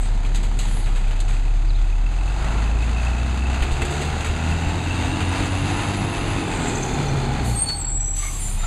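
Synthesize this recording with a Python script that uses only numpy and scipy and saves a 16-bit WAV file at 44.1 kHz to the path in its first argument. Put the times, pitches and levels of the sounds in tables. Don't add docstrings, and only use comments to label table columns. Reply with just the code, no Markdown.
import sys
import numpy as np
from scipy import signal
from scipy.fft import rfft, irfft, next_fast_len
from scipy.io import wavfile
from scipy.ndimage import uniform_filter1d

SR = 44100
rng = np.random.default_rng(int(sys.argv[2]) if len(sys.argv) > 2 else 0)


def wrap_up_sound(samples):
    columns = np.atleast_2d(samples).T
    tamed = np.clip(columns, -1, 1)
    steps = np.round(tamed * 32767).astype(np.int16)
    wavfile.write(sys.argv[1], SR, steps)


N = 381906
TIME = np.arange(N) / SR


def from_db(db):
    return 10 ** (np.asarray(db) / 20)


def rms_one(x):
    return x / np.sqrt(np.mean(x ** 2) + 1e-20)


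def in_time(rows):
    times, *columns = np.transpose(rows)
    return [np.interp(TIME, times, column) for column in columns]


def bump(s, length):
    return np.exp(-((TIME - s) / length) ** 2)


def held(s, hold_s, attack_s, fade_db_per_s):
    attack = np.clip((TIME - s) / attack_s + 1, 0, 1) ** 2
    return attack * from_db(-fade_db_per_s * np.maximum(TIME - s - hold_s, 0))


def noise():
    return rng.standard_normal(N)


def drift(rate):
    step, settle = 20, 4000
    pole = np.exp(-2 * np.pi * step * rate / SR)
    steps = rng.standard_normal(N // step + settle + 2)
    slow = signal.lfilter([1], [1, -2 * pole, pole * pole], steps)[settle:]
    return np.interp(np.arange(N) / step, np.arange(len(slow)), rms_one(slow))


def tone(hz):
    phase_turns = np.cumsum(hz) / SR + rng.random()
    return np.sqrt(2) * np.sin(2 * np.pi * phase_turns)


def narrow_noise(hz, width_hz):
    lower = drift(width_hz) * tone(hz)
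    upper = drift(width_hz) * tone(hz + width_hz / 2)
    return (lower + upper) / np.sqrt(2)


def coloured(x, spectrum):
    hz, db = np.transpose(spectrum)
    size = next_fast_len(N)
    f = np.maximum(np.fft.rfftfreq(size, 1 / SR), 1)
    ends = np.minimum(1, np.minimum(f / hz[0], hz[-1] / f)) ** 3
    gain = from_db(np.interp(np.log(f), np.log(hz), db)) * ends
    return rms_one(irfft(rfft(x, size) * gain, size)[:N])


def resonate(x, hz, width_hz):
    b, a = signal.iirpeak(hz, hz / width_hz, fs=SR)
    return signal.lfilter(b, a, x + 1e-18) * np.sqrt(SR / np.pi / width_hz)


def swells(rows):
    out = np.zeros(N)
    for s, length, hz, width, db in rows:
        once = resonate(noise(), hz, 0.95 * width)
        out += from_db(db) * bump(s, length) * rms_one(resonate(once, hz, 0.95 * width))
    return out


def pulses(firing_hz, sharpness, spread_db):
    turns = np.cumsum(firing_hz) / SR
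    strength = np.clip(rng.standard_normal(1000), -2, 2)[turns.astype(int)]
    return rms_one(np.exp(-sharpness * (turns % 1)) * from_db(spread_db * strength))


def distant(x, edge_hz=10300):
    return signal.sosfilt(signal.butter(3, edge_hz, fs=SR, output="sos"), x)


# (delay [s], level [dB])
ECHOES = [(.0065, -6), (0.02, -16), (0.038, -14.5), (.061, -18)]


def street(x):
    dull = signal.sosfilt(signal.butter(1, 7000, fs=SR, output="sos"), x)
    return x + sum(from_db(db) * np.interp(TIME - delay, TIME, dull, left=0) for delay, db in ECHOES)


# (mean frequency [Hz], level [dB])
DRONE = [(85, -36.5), (127.5, -42)]


def drone(waver=0.00726):
    return sum(from_db(db) * tone(hz * (1 + waver * drift(1.89))) for hz, db in DRONE)


# (mid time [s], length [s], frequency [Hz], nominal width [Hz], level [dB])
VALVES = [(0.033, 0.047, 8000, 1300, -42), (0.765, 0.079, 9900, 1400, -45.5), (0.68, 0.13, 8100, 2500, -50),
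          (1.79, 0.039, 3400, 497, -51)]


def valves():
    return swells(VALVES)


# (mid time [s], length [s], frequency [Hz], nominal width [Hz], level [dB])
GROANS = [(.55, 0.83, 189, 48.6, -41.5), (6.85, 0.53, 413, 91, -35.5), (7.0, 0.72, 3520, 140.4, -46.5),
          (7.1, 0.79, 805, 84, -37.5), (7.2, 0.39, 4060, 300, -50), (8.26, 0.039, 2160, 160, -38),
          (8.64, 0.015, 1310, 170, -33.5)]


def groans():
    return swells(GROANS)


# (mid time [s], length [s], pitch [Hz], glide [Hz/s], level [dB])
SQUEAKS = [(.82, .014, 4600, 17000, -48), (.848, .014, 4050, -36000, -46), (1.683, .014, 4600, 17000, -44),
           (1.698, .012, 4400, -55000, -42), (1.733, .005, 4800, -20000, -45),
           (1.755, .011, 3800, 33000, -41), (1.778, .011, 3500, 25000, -44)]


def squeaks(width_hz=110):
    out = np.zeros(N)
    for s, length, hz, glide, db in SQUEAKS:
        pitch = hz + glide * np.clip(TIME - s, -2 * length, 2 * length)
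        out += from_db(db) * bump(s, length) * narrow_noise(pitch, width_hz)
    return out


# (time [s], nominal level [dB], low modes against the bright edge [dB], rattle decay [s])
CLANKS = [(0.248, -47, 17.5, 0.007), (0.346, -27.5, -6, 0.0091), (0.356, -28.5, -5, 0.016),
          (0.429, -34.5, 0, 0.035), (0.589, -23, -12, 0.013), (0.603, -38, -0.5, 0.24),
          (0.86, -50, 14, 0.044), (0.958, -40, 5.5, 0.029), (1.078, -47, 12, 0.013),
          (1.109, -42.5, 12, 0.019), (1.153, -46, 2, .03), (1.202, -26, -16, 0.01), (1.283, -39, -1, 0.093),
          (3.622, -32.5, 11.5, 0.018), (3.713, -33.5, -3, 0.036), (3.817, -27.5, 5.5, 0.014),
          (3.85, -28, -5, 0.014), (3.904, -32.5, -15, 0.074), (4.013, -32, 4.5, 0.021),
          (4.052, -35, -2, 0.011), (4.206, -32, 2, 0.016), (4.245, -27.5, 3.5, 0.016),
          (4.262, -36, 4, 0.035), (5.008, -36, 6, .015), (5.205, -34.5, 10.5, 0.018), (5.4, -42, 14, .014),
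          (6.6, -41, 13, 0.019), (6.703, -40, 10, .015), (7.132, -41, 10, .012), (7.214, -46, 2, .012),
          (7.686, -28, -11, 0.012), (7.812, -34, -9, .006)]
# (frequency [Hz], width [Hz], level [dB])
STEEL = [(453, 110, 1), (990, 1000, 3), (1700, 1200, 2.5), (2580, 790, 4.5), (3880, 2000, 6.5),
         (6780, 1200, 5.5), (7890, 130, 1), (9500, 900, -12)]


def clanks(grain_db=0.5, attack_s=0.00055):
    edge, body = np.zeros(N), np.zeros(N)
    for s, db, body_db, decay_s in CLANKS:
        start = int(s * SR)
        age = TIME[:min(SR // 2, N - start)]
        blow = from_db(db - 11.0) * np.exp(-age / decay_s) * (1 - np.exp(-age / attack_s))
        edge[start:start + len(age)] += blow
        body[start:start + len(age)] += blow * from_db(body_db)
    chatter = rms_one(from_db(grain_db * drift(250)))
    out = np.zeros(N)
    for hz, width, db in STEEL:
        force = body if hz < 3000 else edge
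        out += from_db(db) * resonate(force * chatter * noise(), hz, width)
    return out


# (time [s], level before the envelope [dB], frequency [Hz])
THUMPS = [(3.612, -9.5, 37.7), (3.717, -11.5, 31.8), (3.82, -16, 45.6), (4.291, -15, 41.7),
          (4.51, -18, 45.7), (4.66, -16, 45.1), (5.008, -17, 60.2), (5.213, -18, 87), (5.343, -34, 84.6),
          (7.47, -17, 54.7)]


def thumps(attack_s=0.0027, decay_s=0.028):
    out = np.zeros(N)
    for s, db, hz in THUMPS:
        start = int(s * SR)
        age = TIME[:min(SR // 2, N - start)]
        envelope = (1 - np.exp(-age / attack_s)) * np.exp(-age / decay_s)
        out[start:start + len(age)] += from_db(db) * envelope * np.sin(2 * np.pi * hz * age)
    return out


# (mid time [s], length [s], pitch [Hz], level [dB])
CHIRPS = [(7.67, .04, 7000, -46), (7.74, .025, 5340, -49), (7.83, .025, 5340, -51),
          (7.706, .04, 11000, -52), (7.81, .04, 12600, -61), (7.854, 0.032, 10900, -54),
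          (8.1, .05, 10220, -52), (8.09, .05, 12200, -64), (8.08, .05, 13850, -64), (8.25, .045, 1170, -40),
          (8.32, .08, 1100, -45), (8.26, .045, 2300, -48), (8.63, .04, 3730, -47)]
RUB_S, RUB_HOLD_S, RUB_ATTACK_S, RUB_FADE_DB_PER_S = 7.1, .6, 1.0, 218
RUB_HZ, RUB_RISE_HZ_PER_S, RUB_DB = 4270, 250, -42.5


def rubbing(judder_hz=24, judder=0.34):
    pressure = from_db(RUB_DB) * held(RUB_S, RUB_HOLD_S, RUB_ATTACK_S, RUB_FADE_DB_PER_S)
    pitch = RUB_HZ + RUB_RISE_HZ_PER_S * (TIME - RUB_S)
    out = pressure * narrow_noise(pitch, width_hz=69) * (1 + judder * drift(judder_hz))
    for s, length, hz, db in CHIRPS:
        out += from_db(db) * bump(s, length) * narrow_noise(np.full(N, hz), width_hz=37.6)
    return out


# (time [s], hold [s], starting pitch [Hz], glide [Hz/s], level [dB], fade [dB/s],
# harshness [0-1])
SQUEALS = [(7.572, .02, 8430, 1200, -24.5, 300, .6), (7.622, .004, 8590, 1900, -18, 400, .8),
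           (7.67, .02, 4428, 0, -37, 90, .2), (7.82, .05, 4440, 0, -45, 200, .5),
           (7.693, .04, 4431, 0, -22, 420, 0), (7.69, .07, 8160, 700, -39, 200, .8),
           (7.782, .008, 8250, 600, -30, 400, .8), (7.81, .38, 7660, 190, -28.2, 75, .9),
           (7.895, .03, 8600, 900, -40, 130, .9), (8.015, .03, 6086, 0, -36, 100, 0),
           (8.055, .02, 6086, 0, -32, 110, 0), (8.17, .14, 6086, 0, -35, 250, 0),
           (8.12, .04, 9410, -400, -49, 70, .3), (8.335, .05, 7600, -600, -36, 200, .6),
           (8.405, .035, 9325, 0, -35, 200, 0), (8.43, .05, 7320, -400, -33, 200, .2),
           (8.505, .02, 9287, 0, -37, 220, 0), (8.6, .06, 7240, -1000, -36, 200, .3)]
SQUEAL_ATTACK_S, SQUEAL_RING_DB, SQUEAL_RING_DB_PER_S = 0.038, -29, 130


def squeals(pure_flutter_hz=9.3, harsh_flutter_hz=35):
    out = np.zeros(N)
    for s, hold, hz, glide, db, fade, harshness in SQUEALS:
        ring = from_db(SQUEAL_RING_DB) * held(s, hold, SQUEAL_ATTACK_S, SQUEAL_RING_DB_PER_S)
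        grip = held(s, hold, SQUEAL_ATTACK_S, fade) + ring
        flutter = (pure_flutter_hz + harshness * harsh_flutter_hz) * drift(120)
        pitch = hz + glide * np.clip(TIME - s, 0, hold + 0.35) + flutter
        chatter = rms_one(1 + (.18 + .3 * harshness) * drift(85))
        out += from_db(db) * grip * chatter * tone(pitch)
    return out


# (time [s], hold [s], level [dB])
AIR_BLASTS = [(7.46, 0.038, -35), (8.17, 0.33, -35.5)]
# (frequency [Hz], level per Hz [dB])
AIR_COLOUR = [(900, -12), (2200, 1), (4000, 3), (7000, 9), (9000, 7), (11000, 1), (13000, -8), (15000, -16)]
AIR_ATTACK_S, AIR_FADE_DB_PER_S = 0.042, 45


def brakes():
    flow = sum(from_db(db) * held(s, hold, AIR_ATTACK_S, AIR_FADE_DB_PER_S) for s, hold, db in AIR_BLASTS)
    return flow * coloured(noise(), AIR_COLOUR) + rubbing() + squeals()


SPOOL_START_S, SPOOL_PEAK_S, SPOOL_END_S = 3.93, 6.15, 7.05
TURBO_REST_HZ, TURBO_PEAK_HZ = 6480, 10330
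TURBO_REST_DB, TURBO_PEAK_DB = -52, -48.5
COAST_S, COAST_LENGTH_S, COAST_HZ, COAST_HZ_PER_S, COAST_DB = 7.1, .35, 9300, -3600, -59.5


def turbo(blur_hz=80, skirt_hz=330, skirt_db=-4):
    spool = np.interp(TIME, [SPOOL_START_S, SPOOL_PEAK_S, SPOOL_END_S], [0, 1, 0])
    boost = np.sin(np.pi / 2 * spool) ** 2
    hz = TURBO_REST_HZ + (TURBO_PEAK_HZ - TURBO_REST_HZ) * boost
    db = TURBO_REST_DB + (TURBO_PEAK_DB - TURBO_REST_DB) * boost
    core = narrow_noise(hz, blur_hz)
    skirt = boost * from_db(skirt_db) * narrow_noise(hz, skirt_hz)
    whistle = (boost > 0) * from_db(db) * (core + skirt)
    trail_hz = COAST_HZ + COAST_HZ_PER_S * np.clip(TIME - COAST_S, -1, 1)
    trail = from_db(COAST_DB) * bump(COAST_S, COAST_LENGTH_S) * narrow_noise(trail_hz, blur_hz)
    return whistle + trail


# (mid time [s], length [s], frequency [Hz], nominal width [Hz], level [dB])
SURGE = [(6.67, 0.17, 7500, 1210, -37.5), (6.9, 0.25, 6500, 1900, -38.5), (6.685, .011, 7300, 1200, -31),
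         (6.757, .005, 6400, 900, -26), (6.783, 0.0064, 7200, 1400, -32), (6.834, .007, 6300, 1000, -26),
         (6.863, .006, 6400, 1400, -33), (6.887, .005, 6550, 1200, -33), (6.942, 0.0045, 6700, 1400, -32),
         (7.088, .008, 5950, 400, -32)]


def surge():
    return swells(SURGE)


# (time [s], frequency [Hz], level [dB], upper modes against it [dB])
WHINE = [(0, 2498, -58, -5), (.85, 2540, -58, -6), (1.08, 2550, -46, -12), (1.48, 2540, -49.5, -12),
         (1.8, 2540, -50, -12), (1.86, 2600, -45, -14), (2.4, 2610, -46, -10), (2.9, 2610, -43, -8),
         (3.04, 2615, -41, -9), (3.2, 2620, -42.5, -6), (3.8, 2636, -44, -3), (4.5, 2650, -43, -1),
         (5.2, 2680, -41.5, 0), (5.9, 2640, -42, -3), (6.3, 2630, -42.5, -2), (6.65, 2440, -44, -4),
         (7.4, 2430, -46, -6), (7.8, 2424, -60, -4), (8.66, 2394, -51, -4)]
# (multiple of the ping's pitch, level [dB])
WHINE_MODES = [(1.057, -3.5), (1.15, -12.5), (1.41, -5)]
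PING_RISE_S, PING_DECAY_S, PING_SPREAD_DB, PING_SCATTER_HZ = .0015, .005, 3.0, 62


def whine(firing_hz):
    hz, db, upper_db = in_time(WHINE)
    turns = np.cumsum(firing_hz) / SR
    age = (turns % 1) / firing_hz
    decay = np.exp(-age / PING_DECAY_S)
    modes = [(1, 0)] + [(multiple, upper_db + mode_db) for multiple, mode_db in WHINE_MODES]
    out = np.zeros(N)
    for multiple, mode_db in modes:
        strength, detune = np.clip(rng.standard_normal((1000, 2)), -2, 2)[turns.astype(int)].T
        pings = decay * from_db(PING_SPREAD_DB * strength)
        pings = uniform_filter1d(pings, size=int(2 * PING_RISE_S * SR))
        out += from_db(db + mode_db) * rms_one(pings) * tone(multiple * hz + PING_SCATTER_HZ * detune)
    return out


# (time [s], level [dB])
HARD_PINGS = [(2.759, -38), (2.832, -31.5), (2.97, -32), (2.987, -34), (3.004, -33), (3.071, -28),
              (3.187, -32), (3.428, -32), (3.46, -30), (4.527, -29), (4.865, -32), (4.912, -28)]


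def hard_pings(length_s=.004):
    strikes = sum(from_db(db) * bump(s, length_s) for s, db in HARD_PINGS)
    return strikes * tone(in_time(WHINE)[0])


def growl(firing_hz, size=256):
    cycle = np.cumsum(firing_hz) / SR / 2 % 1
    pattern = rng.standard_normal(size)
    return np.interp(cycle * size, np.arange(size), pattern, period=size) * np.sqrt(firing_hz)


# (time [s], rumble level [dB], roar level [dB])
EFFORT = [(0.0, -38.5, -42.5), (0.47, -37, -41), (1.85, -42, -43), (2.2, -40, -38.5), (2.53, -31, -37.5),
          (3.1, -35.5, -34.5), (3.91, -29.5, -31.5), (4.26, -30.5, -32.5), (5.23, -28, -31),
          (6.15, -27, -29.5), (7.17, -26.5, -33), (7.38, -26.5, -33), (7.98, -40, -48), (8.5, -42, -43.5)]
# (mid time [s], length [s], roar gain [dB], clatter gain [dB])
SHAKES = [(0.06, 0.065, 2.5, 5.5), (0.36, 0.033, -3, 5), (.68, 0.16, -3.5, 0.5), (2.485, 0.15, 7.5, 4),
          (3.083, 0.051, 4, 2), (5.36, 0.053, 2.5, 1.5), (7.699, 0.011, 8.5, 12), (8.236, 0.042, -6, 7),
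          (8.65, 0.057, 5.5, 7)]
# (frequency [Hz], level per Hz [dB])
RUMBLE = [(18, -12), (35, 12.5), (60, 3), (120, 9), (190, 2), (300, 1), (420, -3), (560, -9.5), (1000, -11)]
ROAR = [(300, -28), (480, -6), (580, -3), (700, 5.5), (840, 4), (960, 0), (1100, -3), (1400, 0.5),
        (1800, -6.5), (2600, -9.5)]
CLATTER = [(1200, -8.5), (2000, 2.5), (2700, -1), (3200, -2), (3700, -1), (4700, -1), (6600, -1.5),
           (8000, -7.5), (10000, -17.5), (12000, -27), (15000, -45)]
# (frequency [Hz], width [Hz], relative level [dB])
BLOCK = [(700, 60, -15), (830, 90, -6), (930, 70, -12), (1440, 140, -13)]
RUMBLE_DB, ROAR_DB = 1, -1.54
CLATTER_DB, REFERENCE_ROAR_DB = -36, -33
CLATTER_FOLLOWS = 0.85
ROAR_LOCKED = .5
PUFF_DEPTH, PUFF_SPREAD_DB, KNOCK_SPREAD_DB = .25, 3.5, 4.0


def combustion(firing_hz, lump_db=1.0, rattle_db=0.68, unsteady_db=0.96):
    rumble_db, effort_db = in_time(EFFORT)
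    waver_db = unsteady_db * drift(3.8)
    roar_shake_db = sum(db * bump(s, length) for s, length, db, _ in SHAKES)
    clatter_shake_db = sum(db * bump(s, length) for s, length, _, db in SHAKES)
    roar_db = effort_db + ROAR_DB + waver_db + roar_shake_db
    clatter_db = CLATTER_DB + CLATTER_FOLLOWS * (effort_db - REFERENCE_ROAR_DB) + waver_db + clatter_shake_db

    puffs = rms_one(1 + PUFF_DEPTH * pulses(firing_hz, sharpness=3, spread_db=PUFF_SPREAD_DB))
    lumps = from_db(lump_db * drift(9.8))
    rumble = from_db(rumble_db + RUMBLE_DB) * coloured(noise() * lumps, RUMBLE)

    free_roar = np.sqrt(1 - ROAR_LOCKED) * coloured(noise() * puffs, ROAR)
    locked_roar = np.sqrt(ROAR_LOCKED) * coloured(growl(firing_hz), ROAR)
    roar = from_db(roar_db) * (free_roar + locked_roar)

    rattle = from_db(rattle_db * drift(29))
    clatter = from_db(clatter_db) * coloured(noise() * puffs * rattle, CLATTER)

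    knocks = pulses(firing_hz, sharpness=12, spread_db=KNOCK_SPREAD_DB)
    block = sum(from_db(db) * resonate(knocks * noise(), hz, width) for hz, width, db in BLOCK)
    return rumble + roar + clatter + from_db(clatter_db - 4.0) * distant(block, edge_hz=8400)


# (time [s], boom level at the firing rate [dB], upper overtones level [dB])
EXHAUST = [(0,-17.5,-42),(.7,-18.5,-39),(1.95,-15.5,-42),(2.4,-21.5,-32),(2.75,-19,-37),(3.5,-21,-38.5),(3.95,-28.5,-62),(4.65,-21,-40.5),(5.1,-28,-33.5),(5.9,-26,-36),(6.35,-30,-37),(6.6,-38,-34.5),(7.22,-37,-39.5),(7.5,-24,-35.5),(7.7,-36,-43),(8,-22.5,-40),(8.35,-27.5,-58),(8.66,-19.5,-46)]
# (multiple of the firing rate, relative level [dB])
OVERTONES = [(.5, -8.5), (1.5, -12), (2.5, -7.5), (3, 1), (3.5, 1.5), (4, -8.5), (5, -21), (7, -11.5),
             (9, -15)]
# (frequency [Hz], gain [dB])
TAILPIPE = [(40, 9), (110, 0), (170, -13), (215, -3), (260, -0.5), (330, -3.5), (400, -17), (520, -31),
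            (800, -20)]
# (mid time [s], length [s], multiple of the firing rate, level [dB])
BLARES = [(1.65, .3, 9, -49), (3.2, 0.36, 2, -35.5), (3.948, 0.22, 2, -31), (4.6, 0.24, 2, -34),
          (5.95, .2, 2, -34.5), (7.15, .19, 2, -25), (7.5, 0.075, 2, -24), (3.2, .4, 4, -42),
          (3.854, 0.2, 5, -36), (3.95, .22, 6, -38.5), (4.386, 0.16, 3, -36), (5.1, .2, 3, -33.5),
          (5.6, .25, 3, -35), (6.42, 0.14, 3.5, -33), (6.65, .12, 3, -36), (7.3, .2, 3.5, -33.5),
          (6.87, .13, 5, -35), (8.5, .2, 3, -40), (8.55, .16, 6, -42)]
SECOND_DB = -41
OVERTONE_ROUGHNESS = .18


def exhaust(firing_hz, boom_rough=0.13, sway=0.31):
    boom_db, upper_db = in_time(EXHAUST)
    pipe_hz, pipe_db = np.transpose(TAILPIPE)
    gains = {2: from_db(SECOND_DB) * (1 + sway * drift(2.0))}
    for multiple, db in OVERTONES:
        pipe_gain_db = np.interp(multiple * firing_hz, pipe_hz, pipe_db)
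        gains[multiple] = from_db(upper_db + db + pipe_gain_db)
    for s, length, multiple, db in BLARES:
        gains[multiple] = np.hypot(gains.get(multiple, 0), from_db(db) * bump(s, length))
    out = from_db(boom_db) * tone(firing_hz) * (1 + boom_rough * drift(25))
    for multiple, gain in gains.items():
        roughness = 1 + OVERTONE_ROUGHNESS * drift(10.6)
        out += gain * tone(multiple * firing_hz) * roughness
    return out


# (time [s], firing rate [1/s])
SPEED = [(0,34),(.55,36),(.95,32.5),(1.65,36.2),(1.97,35.5),(2.4,49),(2.7,54),(3.13,60.6),(3.6,66),(4.07,74.7),(4.86,85),(5.38,92.3),(6.05,99.5),(6.35,97),(6.65,80),(7.0,72),(7.33,66),(7.52,58),(7.72,45),(7.98,36.5),(8.4,34.4),(8.66,31)]


def scene(speed_waver=0.00624):
    firing_hz = in_time(SPEED)[0] * (1 + speed_waver * drift(9.24))
    body = street(distant(clanks())) + squeaks() + thumps() + valves() + groans()
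    engine = drone() + turbo() + surge() + whine(firing_hz) + hard_pings() + combustion(firing_hz)
    left_right = from_db([[.22], [-.22]])
    return engine + body + (exhaust(firing_hz) + brakes()) * left_right


NOTCH_HZ, NOTCH_WIDTH_HZ, CUTOFF_HZ = 5484, 2060, 15250


def record(dry):
    b, a = signal.iirnotch(NOTCH_HZ, NOTCH_HZ / NOTCH_WIDTH_HZ, fs=SR)
    notched = signal.lfilter(b, a, dry)
    return signal.sosfilt(signal.ellip(10, .1, 90, CUTOFF_HZ, fs=SR, output="sos"), notched)


dry = scene()
out = record(dry)
wrap_up_sound(out)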